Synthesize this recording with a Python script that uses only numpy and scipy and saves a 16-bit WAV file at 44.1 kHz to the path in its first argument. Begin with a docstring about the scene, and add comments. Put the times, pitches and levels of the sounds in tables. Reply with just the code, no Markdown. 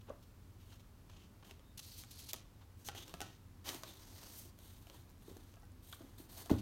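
"""In a quiet living room a paperback is leafed through, shut and laid aside, and another book is picked up.
Paper and covers slide with a grainy hiss: random slips filtered by the resonances of sheet and cover.
Page edges snap as short cracks with damped cover modes; tiny ticks and narrow noise bands add bright detail.
The books bump as heavily damped swings, once with a loud thump and a low modal ring.
One echo and a sparse decaying tail answer each sound, over a steady low rumble of shaped noise."""
import sys
import numpy as np
from scipy import signal
from scipy.fft import rfft, irfft
from scipy.io import wavfile

SR = 44100
rng = np.random.default_rng(int(sys.argv[2]) if len(sys.argv) > 2 else 0)


def bounce(signal):
    """Save signal as a 16-bit WAV file at the path given by the first command-line argument."""
    frames = np.transpose(np.atleast_2d(signal))
    limited = np.clip(frames, -1, 1)
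    pcm = np.round(limited * 32767).astype(np.int16)
    wavfile.write(sys.argv[1], SR, pcm)


N = 291501

# spectrum of a paper edge, struck or brushed: frequency_hz, density_db (per Hz)
EDGE_SPECTRUM = [(200, -21), (900, -5.5), (2000, -5.5), (3000, 3), (4500, -1), (6300, 1.5), (7600, -4),
                 (13000, -4.5), (16000, -9)]


def gain_of(db):
    """Level law: decibels to an amplitude ratio."""
    return 10 ** (np.asarray(db) / 20)


def evened(x):
    """Power normalization: scales a signal to an rms of one."""
    return x / np.sqrt(np.mean(x ** 2) + 1e-20)


def read(points, hz):
    """Interpolation of a spectrum on a log-frequency axis."""
    table_hz, value = np.transpose(points)
    return np.interp(np.log(hz + 1), np.log(table_hz + 1), value)


def add(mix, start_s, sound):
    """Superposition: adds a sound to the mix from its start time, cut at the end of the mix."""
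    part = mix[max(round(start_s * SR), 0):][:len(sound)]
    part += sound[:len(part)]  # a view, so the mix itself changes


def seconds(length_s):
    """Time axis of a short sound."""
    return np.arange(max(int(length_s * SR), 2)) / SR


def coloured(x, points, tilt=0, sheet_hz=1000, sheet_db=0, sheet_octaves=0.31):
    """Linear filtering: a spectrum, a tilt in dB per octave above 1 kHz and one broad resonance; rms one."""
    hz = np.fft.rfftfreq(len(x), 1 / SR)
    octaves = np.log2(np.maximum(hz, 1000) / 1000)
    resonance = sheet_db * np.exp(-(np.log2((hz + 1) / sheet_hz) / sheet_octaves) ** 2)
    response_db = read(points, hz) + tilt * octaves + resonance
    return evened(irfft(rfft(x) * gain_of(response_db), len(x)))


def drift(size, rate_hz):
    """Slow random modulation: Gaussian values at the given rate, joined by straight lines."""
    knots = rng.standard_normal(N // 10)
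    return np.interp(np.arange(size) * rate_hz / SR, np.arange(len(knots)), knots)


def page_slides():
    """Sliding friction under load: a page catches, slides under growing pressure and lets go."""
    # start_s, length_s, hiss_db (at full pressure), fizz_db and body_db (over the hiss), sheet_hz
    slides = [(0.589, 0.17, -71.5, -5, -6, 2900), (1.098, .16, -69.5, -23, -2.5, 2850),
              (1.442, .07, -66, -6, -1.5, 2800), (1.803, 0.22, -60, -3, -15.5, 4630),
              (2.041, 0.066, -66.5, -6, -17, 4600), (2.106, 0.2, -60.5, -7, -11, 4450),
              (2.844, 0.034, -53, -1.5, -15, 6100), (2.948, 0.042, -52, -10, -6, 3000),
              (2.996, 0.041, -57.5, -11, -7, 3200)]
    catch_s, release_s = 0.0057, 0.0094
    press_db, sheet_db = 4, 7.5  # growth of level over the slide, height of the sheet resonance
    out = np.zeros(N)
    for start_s, length_s, hiss_db, fizz_db, body_db, sheet_hz in slides:
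        t = seconds(length_s + 5 * release_s)
        caught = np.minimum(t / catch_s, 1)
        released = np.exp(-np.maximum(t - length_s, 0) / release_s)
        level_db = hiss_db - press_db * np.maximum(1 - t / length_s, 0)
        add(out, start_s, caught * released * rub(level_db, fizz_db, body_db, sheet_hz, sheet_db))
    return out


def drags(edge_s=0.01):
    """Speed-dependent friction: a dragged cover speeds up and slows down, and its sound swells and fades."""
    # start_s, rise_s, fall_s, hiss_db (at full speed), fizz_db and body_db (over the hiss), cover_hz
    strokes = [(2.335, .03, 0.09, -72, -14, -3, 2980), (2.77, 0.055, .06, -71.5, 1, -3, 6000),
               (3.04, 0.036, 0.25, -66.5, -3, 1.5, 3600), (3.205, 0.0092, 0.16, -59, -13, -1, 2880),
               (3.64, 0.055, 0.14, -52, -1.5, 0, 1900), (3.83, 0.056, 0.16, -59.5, -4, -2, 3800),
               (3.97, .05, 0.28, -67, -3.5, -1.5, 5200), (4.07, 0.2, 0.25, -60, -2.5, -2.5, 5000),
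               (4.28, 0.098, 0.13, -62, 5.5, -12, 5740), (4.57, 0.076, 0.49, -68, 1, -2.5, 3630),
               (4.89, 0.062, 0.095, -69, -3, 3, 3630), (5.19, 0.12, 0.21, -69, -1, 1.5, 3720),
               (5.43, 0.063, 0.076, -74.5, -1, 1, 3720), (5.82, 0.12, 0.068, -66, 5, -8, 3500),
               (5.98, 0.018, 0.44, -74, 0.5, 5, 3500), (6.174, 0.012, 0.094, -64.5, 4.5, 0, 4000),
               (6.285, 0.12, 0.11, -58.5, 2, -0.5, 4400), (6.492, .006, 0.089, -54, -1.5, -7, 3650)]
    start_db, end_db = -9.5, -16  # relative to full speed
    resonance_db = 5
    out = np.zeros(N)
    for start_s, rise_s, fall_s, hiss_db, fizz_db, body_db, cover_hz in strokes:
        t = seconds(rise_s + fall_s)
        contact = np.minimum(np.minimum(t, t[-1] - t) / edge_s, 1)
        level_db = hiss_db + np.interp(t, [0, rise_s, rise_s + fall_s], [start_db, 0, end_db])
        add(out, start_s, contact * rub(level_db, fizz_db, body_db, cover_hz, resonance_db))
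    return out


def rub(level_db, fizz_db, body_db, sheet_hz, sheet_db):
    """Source and filter: slips sound in the sheet and the cover, finer ones in the fibres."""
    # spectra of the sliding sheet, its fine fibres and the cover: frequency_hz, density_db (per Hz)
    hiss_spectrum = [(1200, -22), (2200, -6), (3000, 2.5), (4400, 2.5), (5200, -1), (6400, 3.5), (7600, -7),
                     (10000, -17)]
    fizz_spectrum = [(5000, -31), (7400, -2.5), (9000, 5.5), (10400, -2.5), (12300, 6.5), (14200, 3.5),
                     (16000, -2)]
    body_spectrum = [(120, -17), (280, 13.5), (450, 4), (680, 4.5), (1000, 3.5), (1400, -1.5), (2000, -3),
                     (3200, -30)]
    drive = friction(len(level_db), grain=0.27)
    fibres = friction(len(level_db), slips_per_s=450, grain=0.4)
    sound = coloured(drive, hiss_spectrum, 0, sheet_hz, sheet_db)
    sound += gain_of(fizz_db) * coloured(drive + fibres, fizz_spectrum)
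    sound += gain_of(body_db) * coloured(drive, body_spectrum)
    return gain_of(level_db) * sound


def friction(size, slips_per_s=900, spread_db=3.0, grain=.5, patchy_db=2.77):
    """Stick-slip: fibres give separate tiny clicks in a smooth hiss, under uneven pressure."""
    slips = (rng.random(size) < slips_per_s / SR) * rng.choice([-1, 1], size)
    slips = slips * gain_of(spread_db * np.minimum(rng.exponential(1, size), 4))
    share = np.clip(grain, 0, 1)  # part of the power that lies in the clicks
    drive = np.sqrt(share) * evened(slips) + np.sqrt(1 - share) * rng.standard_normal(size)
    return drive * gain_of(patchy_db * drift(size, 111.3))


def brushes(rise_s=0.0029):
    """Transient friction: a page edge sweeps past in a quick burst."""
    # start_s, level_db, length_s, brightness_db (per octave)
    sweeps = [(0.008, -62, 0.012, -4), (0.068, -64, .035, -10.5), (0.223, -65.5, 0.02, 0),
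              (0.716, -64.5, .025, -6), (0.793, -64, 0.017, -2.5), (1.094, -60.5, 0.013, -5.5),
              (1.426, -60.5, 0.011, -10), (1.774, -47, 0.014, 2.5), (1.79, -46, .012, 1),
              (1.976, -51, 0.024, 5), (2.106, -54.5, 0.019, 2.5), (2.187, -51, 0.025, 3),
              (2.285, -46.5, 0.027, 1.5), (2.609, -68, 0.031, -9), (3.656, -50.5, 0.05, -2.5),
              (4.384, -48, 0.018, 11), (6.58, -56, 0.024, -1)]
    sheet_hz, sheet_db = 4080, 3.5  # broad resonance of the sheet
    out = np.zeros(N)
    t = seconds(.1)
    for start_s, level_db, length_s, tilt in sweeps:
        shape = (1 - np.exp(-t / rise_s)) * np.exp(-(t / length_s) ** 4)
        rubbing = coloured(friction(len(t), grain=0.23), EDGE_SPECTRUM, tilt, sheet_hz, sheet_db)
        add(out, start_s, gain_of(level_db) * shape * rubbing)
    return out


def tick_trains(spread_db=3, low_hz=4500, high_hz=14000, tick_s=.00009):
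    """Random impulse train: tiny bright ticks of differing pitch and size, dense as pages run past, sparse later."""
    # start_s, end_s, ticks_per_s, level_db (before the spread of sizes)
    trains = [(1.824, 2.05, 200, -47), (2.109, 2.29, 220, -47), (2.938, 3.102, 140, -50),
              (3.699, 4.418, 110, -52), (4.6, 5.722, 31, -54.5)]
    out, t = np.zeros(N), seconds(.003)
    for start_s, end_s, ticks_per_s, level_db in trains:
        duration_s = end_s - start_s
        for place, pitch, size in rng.random((200, 3))[:int(ticks_per_s * duration_s)]:
            hz = low_hz + (high_hz - low_hz) * pitch
            envelope = t / tick_s * np.exp(1 - t / tick_s)
            tick = envelope * np.sin(2 * np.pi * hz * t)
            tick_db = level_db + spread_db * np.log(size + 0.018)
            add(out, start_s + place * duration_s, gain_of(tick_db) * tick)
    return out


def narrow_bands():
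    """Narrow-band noise: two faint squeaks near 3.7 kHz, and one short tick near 1.2 and 3.4 kHz."""
    # start_s, level_db, pitch_hz, width_octaves (from the pitch to 18 dB down), length_s
    bands = [(1.617, -81.5, 3680, 0.082, .135), (3.85, -67, 3630, 0.276, 0.073),
             (5.926, -51.5, 3400, 0.3, 0.009), (5.927, -54.5, 1210, 0.63, 0.014)]
    out = np.zeros(N)
    for start_s, level_db, hz, octaves, length_s in bands:
        t = seconds(length_s)
        spectrum = [(hz / 4 ** octaves, -50), (hz / 2 ** octaves, -18), (hz, 0),
                    (hz * 2 ** octaves, -18), (hz * 4 ** octaves, -50)]
        noise = coloured(rng.standard_normal(len(t)), spectrum)
        add(out, start_s, gain_of(level_db) * noise * signal.windows.tukey(len(t), .5))
    return out


def snaps(send_db=-1):
    """Impulsive release: an edge cracks and the cover rings. Returns the direct sound and the room's drive."""
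    # start_s, crack_db (on top of the burst's own rms), ring_db, brightness_db (per octave),
    # grip (factor on the cover's pitch)
    releases = [(0.0955, -47.5, -49.5, -3.5, 0.94), (1.099, -48.5, -67, -5.5, .87),
                (1.4265, -48, -58, -8, 1.1), (1.5109, -37.5, -52.5, -4.5, 0.52),
                (1.595, -49, -59, -7, 0.71), (2.037, -39.5, -58, -2, 1.05), (2.3333, -21, -43, 2, 0.88),
                (2.342, -35, -53, -5, 0.66), (2.887, -25, -38, -4, 1.08), (2.95, -39, -45.5, -4, 1),
                (3.08, -40.5, -55, -2, 0.72), (3.095, -42.5, -62, -3, 0.76), (3.1403, -31, -43, -5, 0.93),
                (3.2053, -29, -41, -2, 1.03), (3.2161, -27.5, -37.5, -2, 1.04),
                (3.689, -30.5, -45, 1, 1.49), (3.6912, -24, -65, -3, 1.4), (3.746, -34, -51, 0, 1.03),
                (3.8349, -29.5, -44.5, -5, 0.85), (4.589, -44.5, -58, 1, .82),
                (4.87, -44.5, -56.5, -2.5, 0.92), (4.899, -40.5, -53.5, -4, 0.74),
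                (5.101, -47, -66, 11, 1.3), (5.369, -43.5, -66, 3, 2.3), (5.54, -48.5, -61, -4.5, 0.76),
                (5.569, -69, -54.5, 3, .91), (5.632, -62, -55.5, 3, 1.06), (5.9267, -37, -51.5, -2, 1.64),
                (6.019, -51, -54, -3, 0.86), (6.46, -40, -48, -1, 0.93), (6.4971, -31, -40, -9, 1.44),
                (6.5129, -32.5, -41, -6.5, 0.59), (6.54, -43, -87, -4, 1.5)]
    # modes of the stiff cover: frequency_hz, level_db, t60_s
    cover_modes = [(442, -15, 0.076), (730, -16.5, 0.052), (759, -4, 0.041), (1294, -16, 0.096),
                   (1433, -14, 0.083), (1803, -15.5, 0.056), (2880, -11, 0.01)]
    direct, spread, t = np.zeros(N), np.zeros(N), seconds(.08)
    lead = 64  # samples ahead of the click, room for the filter's pre-ringing
    for start_s, crack_db, ring_db, tilt, grip in releases:
        burst = np.roll(crackle(len(t)), lead)
        size = gain_of(crack_db) * burst.std()
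        add(direct, start_s - lead / SR, size * coloured(burst, EDGE_SPECTRUM, tilt))
        # the room is driven by a plain click of matching level, for a smoothly coloured tail
        click = coloured(signal.unit_impulse(len(t), lead), EDGE_SPECTRUM, tilt)
        add(spread, start_s - lead / SR, size * gain_of(send_db) * click)
        cover = gain_of(ring_db) * ring(cover_modes, t, grip)
        add(direct, start_s, cover)
        add(spread, start_s, cover)
    return direct, spread


def crackle(size, crack_s=0.0011, crack_db=-11, flutter_db=-25, flutter_s=0.0046):
    """Two-rate decay: a sharp release, then the fast chatter and the slower flutter of the sheet."""
    t = np.arange(size) / SR
    shape = gain_of(crack_db) * np.exp(-t / crack_s) + gain_of(flutter_db) * np.exp(-t / flutter_s)
    burst = shape * rng.choice([-1, 1], size)
    burst[0] = 1.5  # the release itself
    return burst


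def ring(modes, t, stretch=1):
    """Modal superposition: exponentially damped sines after one blow."""
    return sum(gain_of(db - 60 * t / t60) * np.sin(2 * np.pi * hz * stretch * t) for hz, db, t60 in modes)


def bumps(fullness=0.59, shudder_db=-16.0, shudder_s=0.033):
    """Heavy damping: a block of pages swings only a few times; the loose leaves shudder after it."""
    # start_s, level_db (of the swing at the pitch), pitch_hz, length_s, hardness_db (per octave)
    contacts = [(0.085, -51.5, 436, 0.0081, 2), (0.1, -38.5, 555, .0095, 0.5), (3.139, -48, 166, 0.015, -1),
                (3.746, -48, 338, .012, -4), (4.451, -53.5, 328, .013, 0), (5.28, -45, 380, 0.0086, -11),
                (5.313, -47, 335, .0056, -12), (5.364, -49.5, 373, 0.0081, 5), (6.005, -50, 320, 0.0115, 9),
                (6.032, -51, 264, 0.0215, -12), (6.199, -48.5, 310, .01, -5), (6.503, -29, 388, 0.0065, 8),
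                (6.5118, -18, 279, 0.0092, -7.5)]
    # low ring of the furniture under the heavy book: frequency_hz, level_db, t60_s
    furniture_modes = [(61, -44, .2), (82, -29, 0.23), (113, -30.5, 0.29), (178, -40, 0.16),
                       (242, -34, 0.17), (296, -40, 0.097), (435, -32, 0.062)]
    landing_s = 6.514
    board_ratio, board_db = 2.03, -13  # the board swings above the pitch, more so in a hard contact
    spine_ratio, spine_db = 0.49, -12  # the heavy spine swings below it
    out = np.zeros(N)
    for start_s, level_db, hz, length_s, hardness in contacts:
        t = seconds(length_s)
        phase = 2 * np.pi * hz * (t - length_s / 2)
        board = gain_of(board_db + hardness / 2) * np.sin(board_ratio * phase)
        spine = gain_of(spine_db) * np.sin(spine_ratio * phase)
        window = signal.windows.tukey(len(t), np.clip(fullness, 0, 1))
        swing = -(np.sin(phase) + board + spine) * window
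        add(out, start_s, gain_of(level_db) * swing)
        t = seconds(0.25)
        # a harder contact reaches further above the pitch
        spectrum = [(hz / 4, -8), (hz, 0), (hz * 2, -7 + hardness), (hz * 4, -24 + 2 * hardness), (hz * 20, -60)]
        leaves = coloured(rng.standard_normal(len(t)), spectrum)
        shudder = np.minimum(2 * t / length_s, 1) * np.exp(-t / shudder_s)
        add(out, start_s, gain_of(level_db + shudder_db) * leaves * shudder)
    t = seconds(.4)
    add(out, landing_s, -ring(furniture_modes, t) * (1 - np.exp(-t / 0.0028)))
    return out


def room(direct, spread, wet_db, echo_db, echo_s=.0073):
    """Reverberation: one echo from a nearby surface, then sparse reflections dying band by band."""
    # decay time of the room: frequency_hz, t60_s
    decay_times = [(100, 1), (400, 0.25), (1200, 0.4), (4000, 0.35), (8000, 0.25), (14000, 0.15)]
    size = SR // 2
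    taps = rng.standard_normal(size) * (rng.random(size) < .1)
    taps = taps * (np.arange(size) > echo_s * SR)
    hz, t, bands = signal.stft(taps, SR, nperseg=256)
    decay = gain_of(-60 * t / read(decay_times, hz)[:, None])
    tail = signal.istft(bands * decay, SR, nperseg=256)[1]
    out = direct + gain_of(wet_db) * signal.fftconvolve(spread, tail / np.linalg.norm(tail))[:N]
    add(out, echo_s, gain_of(echo_db) * direct)
    return out


def background():
    """Stationary shaped noise: a steady low rumble and faint hiss."""
    # spectrum of the room's background: frequency_hz, density_db (per Hz)
    floor_spectrum = [(20, -16), (42, 1.5), (60, -5.5), (92, 4), (140, -10), (250, -11), (450, -21.5),
                      (700, -26), (1000, -25), (2000, -32.5), (5000, -35.5), (10000, -39.5), (13000, -37.5),
                      (16000, -40)]
    level_db = -58.5
    return gain_of(level_db) * coloured(rng.standard_normal(N), floor_spectrum)


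def scene():
    """Superposition of paper, edges and books, each with its room response, over the background."""
    rubbing = page_slides() + drags() + brushes() + tick_trains() + narrow_bands()
    thuds = bumps()
    paper = room(rubbing, rubbing, wet_db=-13, echo_db=-33)
    edges = room(*snaps(), wet_db=-9.0, echo_db=-12)
    books = room(thuds, thuds, wet_db=-14.0, echo_db=-33)
    return (paper + edges + books + background())[None]


def record(dry):
    """Band limitation: a linear-phase low-pass filter."""
    edge_hz = 16000
    low_pass = signal.firwin(511, edge_hz, window=("kaiser", 9), fs=SR)
    return signal.oaconvolve(dry, low_pass[None], "same")


dry = scene()
out = record(dry)
bounce(out)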